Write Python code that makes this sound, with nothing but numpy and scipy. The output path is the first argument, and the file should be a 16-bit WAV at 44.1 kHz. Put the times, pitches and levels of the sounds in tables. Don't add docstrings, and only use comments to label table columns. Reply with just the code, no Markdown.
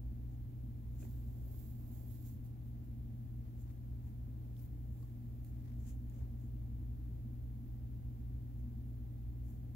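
import sys
import numpy as np
from scipy import signal
from scipy.fft import rfft, irfft
from scipy.io import wavfile

SR = 44100
rng = np.random.default_rng(int(sys.argv[2]) if len(sys.argv) > 2 else 0)


def dump_mix(stems):
    frames = np.atleast_2d(stems).T
    limited = np.clip(frames, -1, 1)
    pcm = np.round(limited * 32767).astype(np.int16)
    wavfile.write(sys.argv[1], SR, pcm)


N = 429975

# pitch_hz, level_db, pan_db, left_lead_radians, waver_db
HUM_TONES = [(36.1, -64.5, -2, .45, 5.5), (55.83, -64, -0.5, 0.4, 1.5), (66.7, -61.5, 0, 0.4, 0.5),
             (119.93, -48, 1.3, .63, 0.16), (167.6, -75, -5.5, -1, -0.5), (222.9, -72, 0, .1, 4),
             (240.8, -69, 0, 0, 4.5), (282, -77.5, -4, .3, 2), (528, -94.5, -2, 0, 4)]
# time_s, level_db
MOTOR_LEVELS = [(0, -51.5), (1.4, -46.5), (2.35, -66), (3.4, -49.5), (5.2, -54), (6.2, -48), (9.75, -48)]
# pitch_hz, level_db_per_hz
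WHINE_COLOUR = [(900, -170), (985, -127), (1010, -113), (1032, -112), (1060, -127), (1150, -170)]
# pitch_hz, level_db_per_hz
RUMBLE_COLOUR = [(18, -94), (30, -81.5), (45, -75.5), (60, -64.5), (82, -68.5), (110, -73.5), (185, -84.5),
                 (232, -74.5), (275, -83.5), (305, -82), (355, -93.5), (430, -96.5), (560, -106),
                 (1200, -130), (3000, -170)]
# pitch_hz, level_db_per_hz
AIR_COLOUR = [(300, -106), (600, -103.5), (820, -103), (900, -110.5), (1100, -110), (1780, -112.3),
              (2400, -116.7), (3400, -118.7), (5600, -123.2), (7000, -121.8), (8200, -126), (9700, -123.5),
              (12000, -116.8), (13500, -116.3), (15000, -112.2)]
# pitch_hz, likeness (1 is the same sound)
RUMBLE_LIKENESS = [(30, 0.99), (60, 0.95), (130, 0.97), (180, .72), (235, 1), (310, 0.69), (420, 0.46),
                   (640, 0.27)]
# pitch_hz, likeness
AIR_LIKENESS = [(500, 0.16), (900, 0.53), (1500, 0.54), (2500, 0), (4000, 0.0077), (15000, 0)]
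# pitch_hz, pan_db
ROOM_BALANCE = [(60, 0.5), (300, -0.7), (470, 0.5), (600, -8), (850, -1.5), (1400, 0.2), (7000, 1.3),
                (11000, -1.5), (15000, -3)]
# middle_s, half_length_s, level_db, pan_db, tilt_db_per_octave
STITCH_STROKES = [(.33, .03, -83, 4, -3), (1.023, 0.036, -66.5, 0, -4), (1.97, .05, -76, -4, -2),
                  (2.28, .039, -70.5, -2, -4), (3.611, 0.037, -73.5, -1, 0), (3.71, 0.037, -73, 1, 7),
                  (4.07, .03, -71, 6, 6), (4.631, .032, -58, 3, 15), (5.0, 0.096, -73.5, 3, 5),
                  (5.47, .03, -70, -3, 5), (5.815, .022, -76.5, 6, -6), (5.892, 0.035, -65.5, 2, -5),
                  (6.17, .055, -79, 5, -7), (6.425, 0.039, -79.5, 2, -5), (8.6, .025, -84, 4, -3),
                  (9.505, 0.052, -71, 8, 4)]
# pitch_hz, gain_db
STITCH_COLOUR = [(1000, -25), (3000, -16), (4500, -20.5), (5800, -10.5), (6550, 0), (7550, -1),
                 (8150, -8.5), (10000, -6.5), (12000, -4.5), (15500, -3)]
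# middle_s, half_length_s, level_db, pan_db, tilt_db_per_octave
FINGER_BRUSHES = [(2.14, .039, -75, -1, 7), (3.46, .07, -79, 3, -3), (3.705, .03, -75, 2, -1.5),
                  (4.07, .05, -80, 6, -4), (4.59, .04, -80, 6, 6), (5.67, 0.13, -78.5, 3, -0.5),
                  (6.19, .07, -77.5, 2, -1)]
# pitch_hz, gain_db
FOAM_COLOUR = [(500, 5), (900, 3.5), (1400, -3), (2000, -0.5), (2800, -7.5), (3900, -8.5), (6000, -9),
               (15000, -25)]
# middle_s, half_length_s, level_db, treble_pan_db
YARN_TUGS = [(1.103, 0.14, -65, 0), (1.36, 0.2, -71.5, -7), (1.603, 0.15, -63, -13), (1.96, 0.15, -66, -14),
             (2.14, 0.075, -63.5, -13), (2.276, 0.068, -63.5, -11), (2.46, 0.029, -69, -8),
             (2.67, .03, -74, -9), (2.85, .015, -72, -8), (4.603, .04, -70.5, 8), (5.4, 1.2, -78, 1)]
# pitch_hz, gain_db
YARN_COLOUR = [(600, -10), (2000, -18), (3500, -11), (5900, -13), (6400, -10.5), (7700, -6.5), (8150, -14),
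               (9800, -11.5), (11300, -6.5), (11850, -1), (13200, -3), (15500, 1)]
# pitch_hz, gain_db, ring_s
SOLE_TONES = [(590, 2.5, 0.026), (1600, -6, .016), (2500, -5.5, 0.021)]
# middle_s, half_length_s, level_db, pan_db, tilt_db_per_octave
SOLE_SHIFTS = [(1.045, 0.03, -59.5, -9, -8), (1.501, 0.35, -70, -5.5, 3), (1.95, 0.28, -69.5, -4, 5.5),
               (4.451, .08, -72.5, -2, 7.5), (6.22, .08, -67, 4, -1)]
# pitch_hz, gain_db
SOLE_COLOUR = [(200, -0.5), (330, 3), (480, -8), (700, -12), (1100, -37.5), (3000, -54), (10000, -70)]
# start_s, level_db, pan_db, pitch_hz
HOOK_TICKS = [(2.8371, -74, -6, 1900), (3.705, -63, 0, 1990), (4.5665, -59, 5, 3320), (4.582, -63, 5, 5360),
              (5.4476, -47.5, -6.5, 13600), (5.8787, -56, 6, 6800), (5.893, -54, 6, 7200),
              (6.0987, -54, 7, 6800)]
# pitch_hz, gain_db, ring_s
HOOK_TONES = [(1114, -0.5, 0.076), (4624, -12, .06)]


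def from_db(db):
    return 10 ** (np.asarray(db) / 20)


def unit_level(sound):
    return sound / np.sqrt(np.mean(sound ** 2) + 1e-30)


def spectrum_hz(size):
    return np.maximum(np.arange(size // 2 + 1) * SR / size, 1)


def at_hz(points, hz):
    known_hz, values = np.transpose(points)
    return np.interp(np.log(hz), np.log(known_hz), values)


def panned(pan_db):
    return from_db(np.array([[.5], [-.5]]) * pan_db)


def drift(turns_per_s, size):
    position = np.arange(size) * turns_per_s / SR
    count = int(position[-1]) + 2
    return np.interp(position, np.arange(count), rng.standard_normal(count))


def swell(t, half_length_s):
    return 1 / np.cosh(np.minimum(np.sqrt(2) * np.abs(t) / half_length_s, 50))


def add(out, sound, start_s):
    start = max(int(start_s * SR), 0)
    out[:, start:start + sound.shape[1]] += sound[:, :max(N - start, 0)]


def friction(colour, size, tilt_db_per_octave, snags_per_s, snag_db, clump_db):
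    snags = (rng.random(size) < snags_per_s / SR) * rng.standard_normal((2, size))
    slips = rng.standard_normal((2, size)) + from_db(snag_db) * unit_level(snags)
    clumps = slips * from_db(clump_db * drift(140, size))
    hz, lowest_hz = spectrum_hz(size), colour[0][0]
    gain = from_db(at_hz(colour, hz) + tilt_db_per_octave * np.log2(np.maximum(hz, lowest_hz)))
    bass_cut = hz ** 2 / (hz ** 2 + lowest_hz ** 2)
    return unit_level(irfft(rfft(clumps) * gain * bass_cut, size))


def rubs(moves, colour, snags_per_s, snag_db, clump_db):
    out = np.zeros((2, N))
    t = np.arange(-SR // 4, SR // 4) / SR
    for middle_s, half_length_s, level_db, pan_db, tilt in moves:
        speed = swell(t, half_length_s) * signal.windows.tukey(len(t), .5)
        hiss = friction(colour, len(t), tilt, snags_per_s, snag_db, clump_db)
        add(out, from_db(level_db) * speed * hiss * panned(pan_db), middle_s + t[0])
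    return out


def knock(tones, start_s, level_db, pan_db, snap_db):
    snap_s, scatter_s, scatter_db = .00045, .014, -22
    out = np.zeros((2, N))
    t = np.arange(SR // 10) / SR
    ring = sum(from_db(gain_db) * np.sin(2 * np.pi * hz * t) * from_db(-60 * t / ring_s)
               for hz, gain_db, ring_s in tones)
    fade = np.exp(-t / snap_s) + from_db(scatter_db) * np.exp(-t / scatter_s)
    snap = .5 * rng.standard_normal((2, len(t))) * fade
    hardness = tones[0][0] / (SR / 2)
    snap = signal.lfilter([1, -hardness], [1], snap)
    add(out, from_db(level_db) * (ring + from_db(snap_db) * snap) * panned(pan_db), start_s)
    return out


def appliance_hum():
    motor_hz, motor_lead_radians = 59.2, 0.4
    t = np.arange(N) / SR
    ears = np.array([[.5], [-.5]])
    motor_db = np.interp(t, *np.transpose(MOTOR_LEVELS))
    out = from_db(motor_db) * np.sin(2 * np.pi * motor_hz * t + motor_lead_radians * ears)
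    for hz, level_db, pan_db, left_lead, waver_db in HUM_TONES:
        phase = 2 * np.pi * (hz * t + rng.random()) + left_lead * ears
        out += from_db(level_db + waver_db * drift(3, N)) * np.sin(phase) * panned(pan_db)
    return np.sqrt(2) * out


def fan_whine():
    gain = from_db(at_hz(WHINE_COLOUR, spectrum_hz(N))) * np.sqrt(SR / 2)
    return irfft(rfft(rng.standard_normal(N)) * gain, N) * panned(-10)


def room_noise(colour, likeness, left_lag_s):
    hz = spectrum_hz(N)
    shared, opposite = rfft(rng.standard_normal((2, N)))
    alike = np.clip(at_hz(likeness, hz), -.99, .99)
    pair = np.sqrt(1 + alike) * shared + np.sqrt(1 - alike) * opposite * [[1], [-1]]
    delay = np.exp(-2j * np.pi * hz * left_lag_s * np.array([[1], [0]]))
    gain = from_db(at_hz(colour, hz)) * panned(at_hz(ROOM_BALANCE, hz))
    return irfft(pair * delay * gain, N) * np.sqrt(SR) / 2


def stitch_strokes():
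    return rubs(STITCH_STROKES, STITCH_COLOUR, snags_per_s=470, snag_db=-7, clump_db=2.0)


def foam_rustle():
    stroke_db, stroke_tilt = -10, 1
    shift_db, shift_tilt = -10.5, -6.5
    moves = list(FINGER_BRUSHES)
    for middle_s, half_length_s, level_db, pan_db, tilt in STITCH_STROKES:
        lift_db = 0.76 * max(tilt, 0)
        moves.append((middle_s, half_length_s, level_db + stroke_db - lift_db, pan_db, stroke_tilt))
    for middle_s, half_length_s, level_db, pan_db, _ in SOLE_SHIFTS:
        moves.append((middle_s, half_length_s, level_db + shift_db, pan_db, shift_tilt))
    return rubs(moves, FOAM_COLOUR, snags_per_s=150, snag_db=-10.5, clump_db=4.5)


def yarn_pull():
    t = np.arange(N) / SR
    powers = np.array([(from_db(level_db) * swell(t - middle_s, half_length_s)) ** 2
                       for middle_s, half_length_s, level_db, _ in YARN_TUGS])
    total_power = powers.sum(axis=0)
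    pan_db = np.array(YARN_TUGS)[:, -1] @ powers / total_power
    hiss = friction(YARN_COLOUR, N, tilt_db_per_octave=0.5, snags_per_s=700, snag_db=-8.5, clump_db=1.2)
    hiss *= np.sqrt(total_power)
    body = irfft(rfft(hiss) / (1 + (spectrum_hz(N) / 8500) ** 8), N)
    treble = hiss - body
    return from_db(0.5) * body * panned(0.16 * pan_db) + treble * panned(pan_db)


def sole_flick():
    return knock(SOLE_TONES, start_s=1.029, level_db=-57.5, pan_db=-1, snap_db=-3)


def sole_shifts():
    return rubs(SOLE_SHIFTS, SOLE_COLOUR, snags_per_s=89, snag_db=-9.5, clump_db=0.8)


def hook_ticks():
    ring_db, ring_cycles = -6, 27
    return sum(knock([(hz, ring_db, ring_cycles / hz)], start_s, level_db, pan_db, snap_db=1.5)
               for start_s, level_db, pan_db, hz in HOOK_TICKS)


def hook_tap():
    return knock(HOOK_TONES, start_s=5.0291, level_db=-68.5, pan_db=10, snap_db=9)


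def scene():
    room = appliance_hum() + fan_whine()
    room += room_noise(RUMBLE_COLOUR, RUMBLE_LIKENESS, left_lag_s=0)
    room += room_noise(AIR_COLOUR, AIR_LIKENESS, left_lag_s=0.000332)
    rubbing = stitch_strokes() + sole_shifts() + yarn_pull() + foam_rustle()
    knocks = hook_ticks() + hook_tap() + sole_flick()
    return room + rubbing + knocks


def record(dry):
    cutoff_hz = 15720
    return irfft(rfft(dry) / np.sqrt(1 + (spectrum_hz(N) / cutoff_hz) ** 400), N)


dry = scene()
out = record(dry)
dump_mix(out)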